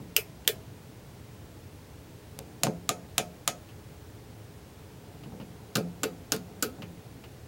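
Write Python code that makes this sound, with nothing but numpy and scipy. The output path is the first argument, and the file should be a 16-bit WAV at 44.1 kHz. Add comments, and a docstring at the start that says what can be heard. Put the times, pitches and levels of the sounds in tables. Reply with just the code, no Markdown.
"""Three rotary switches of a metal resistance box, turned by hand on a wooden table, close to one microphone.
At each detent a sprung ball scrapes over the cam and snaps home, ringing the switch and the panel.
Stiff turns rock the box against the table, and fingers tick on the knobs.
The place is a small furnished room: a short answer from the walls over a low steady rumble."""
import sys
import numpy as np
from scipy import signal
from scipy.fft import rfft, irfft, next_fast_len
from scipy.io import wavfile
from scipy.ndimage import uniform_filter1d

SR = 44100
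rng = np.random.default_rng(int(sys.argv[2]) if len(sys.argv) > 2 else 0)


def waveform_to_disk(signal):
    """Save audio, clipped to [-1, 1], as 16-bit WAV at the path in sys.argv[1]."""
    frames = np.transpose(np.atleast_2d(signal))
    scaled = np.clip(frames, -1, 1) * 32767
    samples = np.round(scaled).astype(np.int16)
    wavfile.write(sys.argv[1], SR, samples)


N = 329427
RING_T = np.arange(2 ** 15) / SR  # time axis of one decay, t/s

# spectral shape of the room's rumble and hiss: (f/Hz, relative level/dB)
RUMBLE_COLOUR = [(15, -36), (25, -13), (43, -25.5), (59, -6), (108, -1), (217, -11.5), (317, -11),
                 (384, -16.5), (427, -13), (677, -21), (863, -21), (1190, -27), (1290, -26.5),
                 (14800, -39.5), (16000, -32.5)]
# faint hum and a thin electronic whine: (f/Hz, level/dB)
HUM_TONES = [(102.3, -80), (420, -66), (15735, -77)]
# first a low ring of the box dying away at the start, then its knocks on the table:
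# (t/s, level/dB, tilt/dB per octave)
BOX_RINGS = [(0.002, -17, -4), (2.389, -17.5, 5), (2.638, -7.5, -9), (2.669, 0, -0.5), (2.894, -6, 3.5),
             (3.183, -9, -2.5), (3.48, -18.5, -7), (5.26, -20, -12.5), (5.322, -14.5, -2),
             (5.400, -14.5, -5), (5.757, -4, -6.5), (5.781, -1.5, 2), (6.051, -12, -1), (6.34, -10.5, -1.5),
             (6.647, -19, -6), (6.786, -16, -4), (6.826, -26, -11)]
# modes of box and table top: (f/Hz, peak gain/dB, t60/s)
BOX_MODES = [(162, 2, 0.61), (173.3, 27, 0.16), (200, 25.5, 0.13), (225, 10.5, 0.14), (281.5, 15, 0.055),
             (334, 12.5, 0.08), (367.2, 14, 0.11), (433, 16, 0.086), (512, 12, 0.11), (530.5, 11.5, 0.11),
             (609, 9.5, 0.24), (660, 9.5, 0.16), (719, 14.5, 0.11), (880, 7, 0.21)]
# dull thud of the box: (f/Hz, gain/dB)
THUD_COLOUR = [(100, -8), (125, 0), (175, 11), (250, -8), (600, 3), (1000, -2), (1800, -15), (4000, -30),
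               (16000, -50)]
# the hand holds a knob: (start/s, end/s, tremor level/dB)
GRIPS = [(0.0, 1.6, -76.5), (2.4, 2.7, -58), (5.0, 7.1, -58)]
# the ball snaps into a notch: (t/s, knob index, snap level/dB, tilt/dB per octave, panel level/dB,
# then f/Hz, gain/dB for each of the notch's clack, knock, bite, zing and hollow)
DETENTS = [ (0.1644, 0, 6.5, 1, -6, 1740, -13, 2440, 6, 2880, 12, 5060, 10, 4170, -11),
           (0.4765, 0, 6.5, 0.5, -1.5, 1750, 5, 3230, 9, 3600, 6.5, 7100, 2.5, 1050, -5),
           (2.6340, 1, 6, -0.5, -1.5, 1200, 2, 2700, 2, 4340, 3.5, 6860, 8, 1800, 1.5),
           (2.8916, 1, 4, -1, -4.5, 1220, 16.5, 2500, 3.5, 3700, 7, 7000, 8, 910, -13),
           (3.1805, 1, 5.5, 0, -1.5, 1310, 8.5, 2500, 8, 3450, 10.5, 7500, 8, 1680, 2),
           (3.4768, 1, 5.5, -0.5, -6, 1260, 11.5, 2420, -1, 3400, 5, 6900, 7.5, 5300, -2),
           (5.7539, 2, 0, -0.5, -10, 1290, -6, 3980, 8.5, 5270, 4, 7200, 9.5, 11000, -12),
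           (5.7571, 2, -3, -3.5, -4, 1230, 12.5, 1640, 7, 2760, 9, 5500, 1, 1000, -6),
           (6.0327, 2, -1, -2, -2.5, 1220, 11.5, 1540, 1, 2700, 5, 7300, 16, 4530, -6),
           (6.32, 2, 3.5, -1, 0, 1520, 8, 2780, 4, 5200, 7, 6840, 13, 2200, -7),
           (6.6247, 2, -0.5, 2, -0.5, 1510, -5, 3080, -3, 4640, 5.5, 7300, 13.5, 2200, 3.5),
           (6.6278, 2, -7, -1.5, -16, 1290, 17.5, 1560, 16, 2955, 9, 6300, 5, 950, -5), ]
# clack, knock, bite, zing and hollow: half width/octaves of each
NOTCH_WIDTHS = [0.092, 0.11, 0.14, 0.12, 0.16]
# per switch: (snap t60/s, chatter level/dB re snap, rattle f/Hz, rattle level/dB re snap, rattle t60/s)
SWITCH_ACTION = [(0.0183, -8, 2200, -20, 0.069), (0.01276, -10, 6340, -3, 0.15),
                 (0.0314, -5, 4100, -6, 0.11)]
# the band in which a spring rattles: (multiple of its centre, gain/dB)
RATTLE_BAND = [(0.6, -24), (0.9, -4.5), (1.1, 1.5), (1.3, -26)]
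# crowded high modes, one list per switch: (f/Hz, gain/dB)
SWITCH_COLOUR = [
    [(200, -22), (700, -6), (1000, -9), (1350, -1.5), (2200, 1), (4300, 0), (6200, 0), (8500, 0.5),
     (11000, -2.5), (13200, 4.5), (16000, 1)],
    [(200, -9), (900, -0.5), (1800, -4), (2600, 0), (4900, 0.5), (7200, -0.5), (10500, 0), (12000, -3),
     (14000, -6), (16000, -8)],
    [(200, -5.5), (600, 0.5), (950, -7.5), (1350, 2.5), (1950, -5), (2800, 0), (3600, 0), (4800, 1.5),
     (7300, -3), (8700, -3), (13000, -1.5), (16000, -5)],
]
# modes that ring with each switch, one list per switch: mostly the surrounding panel, while the long rings near
# 600 Hz are a resonance of the room: (f/Hz, peak gain/dB, t60/s)
PANEL_MODES = [
    [(390, 13.5, 0.038), (457, 15, 0.036), (603, 15, 0.35), (634, 18.5, 0.29), (663, 4, 0.16)],
    [(434.6, 12.5, 0.046), (573, 13.5, 0.13), (607, 19.5, 0.38), (683, 19.5, 0.048), (751, 18, 0.057),
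     (1567, 8, 0.098), (7130, 19, 0.06)],
    [(274, 12, 0.035), (404, 13, 0.076), (441, 16.5, 0.11), (523, 12.5, 0.064), (738, 9, 0.1),
     (1535, 11.5, 0.045)],
]
# fingers tap and leave the knobs: (t/s, level/dB)
TOUCHES = [(0.449, -27), (3.688, -27), (5.235, -24.5), (5.400, -24), (5.413, -26), (6.821, -15),
           (7.239, -22)]
# tone of a finger on a knob: (f/Hz, gain/dB)
TOUCH_COLOUR = [(200, 6), (1300, 7), (1800, 3.5), (2400, 6), (2900, 12), (3500, 1), (4500, 1.5),
                (8000, -16), (16000, -11)]
# ticks of the ball against its notch and, at 2.669 s, a dull crack as the box knocks on the table:
# (t/s, knob index, level/dB, tilt/dB per octave)
TICKS_AND_CRACK = [(2.3898, 1, -11.5, 1), (2.669, 1, -9.5, -7.5), (5.770, 2, -6.5, -0.5), (6.04, 2, -3, -2),
                   (6.364, 2, -15, 0)]
# quick reflections from table and walls: (f/Hz, gain/dB)
REFLECTION_COLOUR = [(120, -5), (450, 4.5), (1000, -4), (2500, -5), (7000, -18.5), (11000, -24),
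                     (16000, -44)]
# the room's lingering low ring: (f/Hz, gain/dB)
LINGER_COLOUR = [(120, 0.5), (300, 0.5), (600, -3.5), (1200, -19.5), (3000, -33), (7000, -27), (16000, -47)]


def undb(db):
    """Decibels to gain."""
    return 10 ** (np.asarray(db) / 20)


def add(track, start_s, sound):
    """Mix a sound into the track at a time."""
    i = int(start_s * SR)
    track[i:i + len(sound)] += sound[:len(track) - i]


def fade(t60):
    """Exponential decay that loses 60 dB in t60 seconds."""
    return np.exp(-np.log(1000) * RING_T / t60)


def colour(x, points, tilt_db=0, pivot_hz=4000):
    """Causal filter through (f/Hz, gain/dB) points, tilted for two octaves each side of a pivot."""
    size = 2 * next_fast_len(len(x), True)
    octave = np.log2(np.maximum(np.fft.rfftfreq(size, 1 / SR), 1))
    hz, db = np.transpose(points)
    curve_db = np.interp(octave, np.log2(hz), db) + tilt_db * np.clip(octave - np.log2(pivot_hz), -2, 2)
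    cepstrum = irfft(np.log(undb(curve_db)))
    cepstrum[1:size // 2] *= 2  # fold to minimum phase
    cepstrum[size // 2 + 1:] = 0
    return irfft(rfft(x, size) * np.exp(rfft(cepstrum)))[:len(x)]


def burst(envelope, passes=4):
    """Random burst of unit energy under an envelope, spread evenly over all frequencies."""
    x = rng.standard_normal(len(envelope)) * envelope
    for _ in range(passes):
        spectrum = rfft(x)
        x = irfft(spectrum / (np.abs(spectrum) + 1e-12), len(x))
        x *= envelope / np.sqrt(np.abs(uniform_filter1d(x ** 2, size=64)) + 1e-18)
    return x / np.sqrt(np.sum(x ** 2))


def ring(modes, sign=-1, detune=0.01):
    """Struck modes; neighbours swing against each other (sign -1) or start together (sign 1)."""
    out = 0
    for k, (hz, peak_db, t60) in enumerate(modes):
        amplitude = sign ** k * undb(peak_db) * 2 * np.log(1000) / (t60 * SR)
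        hz = hz * (1 + detune * rng.standard_normal())  # the grip shifts each mode slightly
        out = out + amplitude * fade(t60) * np.sin(2 * np.pi * hz * RING_T)
    return out


def room_tone(rumble_db=-47.5, waver=0.44):
    """Steady rumble and hiss around the microphone, with a few faint wavering tones."""
    t = np.arange(N) / SR
    noise = colour(rng.standard_normal(N), RUMBLE_COLOUR)
    out = undb(rumble_db) * noise / np.std(noise)
    knots_s = np.arange(0, N / SR + 1, 0.1)
    for hz, db in HUM_TONES:
        swell = np.interp(t, knots_s, waver * rng.standard_normal(len(knots_s)))
        drift = np.interp(t, knots_s, waver * rng.standard_normal(len(knots_s)))
        out += undb(db) * np.sqrt(2) * (1 + swell) * np.sin(2 * np.pi * hz * t + 2 * drift)
    return out


def hand_tremor(t60_scale=0.27, ease_s=0.029):
    """The gripping hand shakes the box's low modes and damps them as it does so."""
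    t = np.arange(N) / SR
    damped_modes = [(hz, db, t60_scale * t60) for hz, db, t60 in BOX_MODES]
    tremor = signal.fftconvolve(rng.standard_normal(N), ring(damped_modes))[:N]
    grip = sum(undb(db) * np.clip(np.minimum(t - start, end - t) / ease_s, 0, 1)
               for start, end, db in GRIPS)
    return grip * tremor / np.std(tremor)


def box_rings(contact_s=0.00067, thud_t60=0.025, pivot_hz=300):
    """Box and table top ring low over a dull thud: dying away at the start, later at each knock."""
    out = np.zeros(N)
    attack = 1 - np.exp(-RING_T / contact_s)
    for at_s, db, tilt_db in BOX_RINGS:
        modes = [(hz, peak_db + tilt_db * np.log2(hz / pivot_hz), t60) for hz, peak_db, t60 in BOX_MODES]
        add(out, at_s, undb(db) * ring(modes, sign=1, detune=0.012) * attack)
        add(out, at_s, undb(db) * colour(burst(fade(thud_t60)), THUD_COLOUR))
    return out


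def notch_colour(resonances):
    """A notch's broad resonances and hollow, drawn as (f/Hz, gain/dB) points."""
    grid_hz = np.geomspace(200, 16000, 200)
    curve_db = sum(db * np.exp(-0.5 * (np.log2(grid_hz / hz) / width) ** 2)
                   for hz, db, width in zip(resonances[::2], resonances[1::2], NOTCH_WIDTHS))
    return np.transpose([grid_hz, curve_db])


def detents(rise_s=0.00024, seat_t60=0.0084, chatter_t60=0.14, scrape_db=-32, scrape_t60=0.016):
    """The ball scrapes up the cam, snaps into the notch and sets spring, wipers and panel ringing."""
    out = np.zeros(N)
    attack = 1 - np.exp(-RING_T / rise_s)
    for at_s, knob, snap_db, tilt_db, panel_db, *resonances in DETENTS:
        snap_t60, chatter_db, rattle_hz, rattle_db, rattle_t60 = SWITCH_ACTION[knob]
        snap = colour(burst(fade(snap_t60) * attack), notch_colour(resonances))
        settling = 1 - fade(snap_t60)  # wipers and spring settle after the blow
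        chatter = undb(chatter_db) * burst(fade(chatter_t60) * settling)
        spring_band = [(ratio * rattle_hz, db) for ratio, db in RATTLE_BAND]
        rattle = undb(rattle_db) * colour(burst(fade(rattle_t60) * settling), spring_band)
        add(out, at_s, undb(snap_db) * colour(snap + chatter + rattle, SWITCH_COLOUR[knob], tilt_db))
        # the ball seats itself in tiny bounces, which drive the panel
        seating = burst((fade(seat_t60) * attack)[:SR // 100])
        panel = signal.fftconvolve(ring(PANEL_MODES[knob], detune=0.015), seating)
        add(out, at_s, undb(panel_db) * panel)
        # the scrape swells up to the snap as the ball speeds over the crest
        scrape = colour(burst(fade(scrape_t60)[:SR // 20])[::-1], SWITCH_COLOUR[knob])
        add(out, at_s - len(scrape) / SR, undb(snap_db + scrape_db) * scrape)
    return out


def fingers(t60=0.073):
    """Small ticks as the fingers take up the play of a knob."""
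    out = np.zeros(N)
    for at_s, db in TOUCHES:
        add(out, at_s, undb(db) * burst(fade(t60)))
    return colour(out, TOUCH_COLOUR)


def ticks_and_crack(t60=0.0081):
    """Ticks of the ball, and one dull crack of the box on the table, briefly sound a switch's modes."""
    out = np.zeros(N)
    for at_s, knob, db, tilt_db in TICKS_AND_CRACK:
        add(out, at_s, undb(db) * colour(burst(fade(t60)), SWITCH_COLOUR[knob], tilt_db))
    return out


def room(direct, near_t60=0.105, linger_t60=0.41, build_s=0.00436):
    """Table and walls reflect to the microphone within milliseconds; the lows stay longest."""
    build = 1 - np.exp(-(RING_T / build_s) ** 2)
    near = colour(burst(build * fade(near_t60)), REFLECTION_COLOUR)
    linger = colour(burst(build * fade(linger_t60)), LINGER_COLOUR)
    return direct + signal.fftconvolve(direct, near + linger)[:N]


def scene(lowest_hz=125):
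    """The box close up, in mono, with the room behind it; the vibration of the box is cut below the lowest
    pitch."""
    vibration = detents() + ticks_and_crack() + box_rings() + hand_tremor() + fingers()
    low_cut = signal.butter(3, lowest_hz, "high", fs=SR, output="sos")
    direct = signal.sosfilt(low_cut, vibration)
    return (room(direct) + room_tone())[None]


def record(dry, top_hz=15880):
    """The recorder cuts the very top of the microphone's signal."""
    return signal.sosfilt(signal.ellip(10, .2, 70, top_hz, fs=SR, output="sos"), dry)


dry = scene()
out = record(dry)
waveform_to_disk(out)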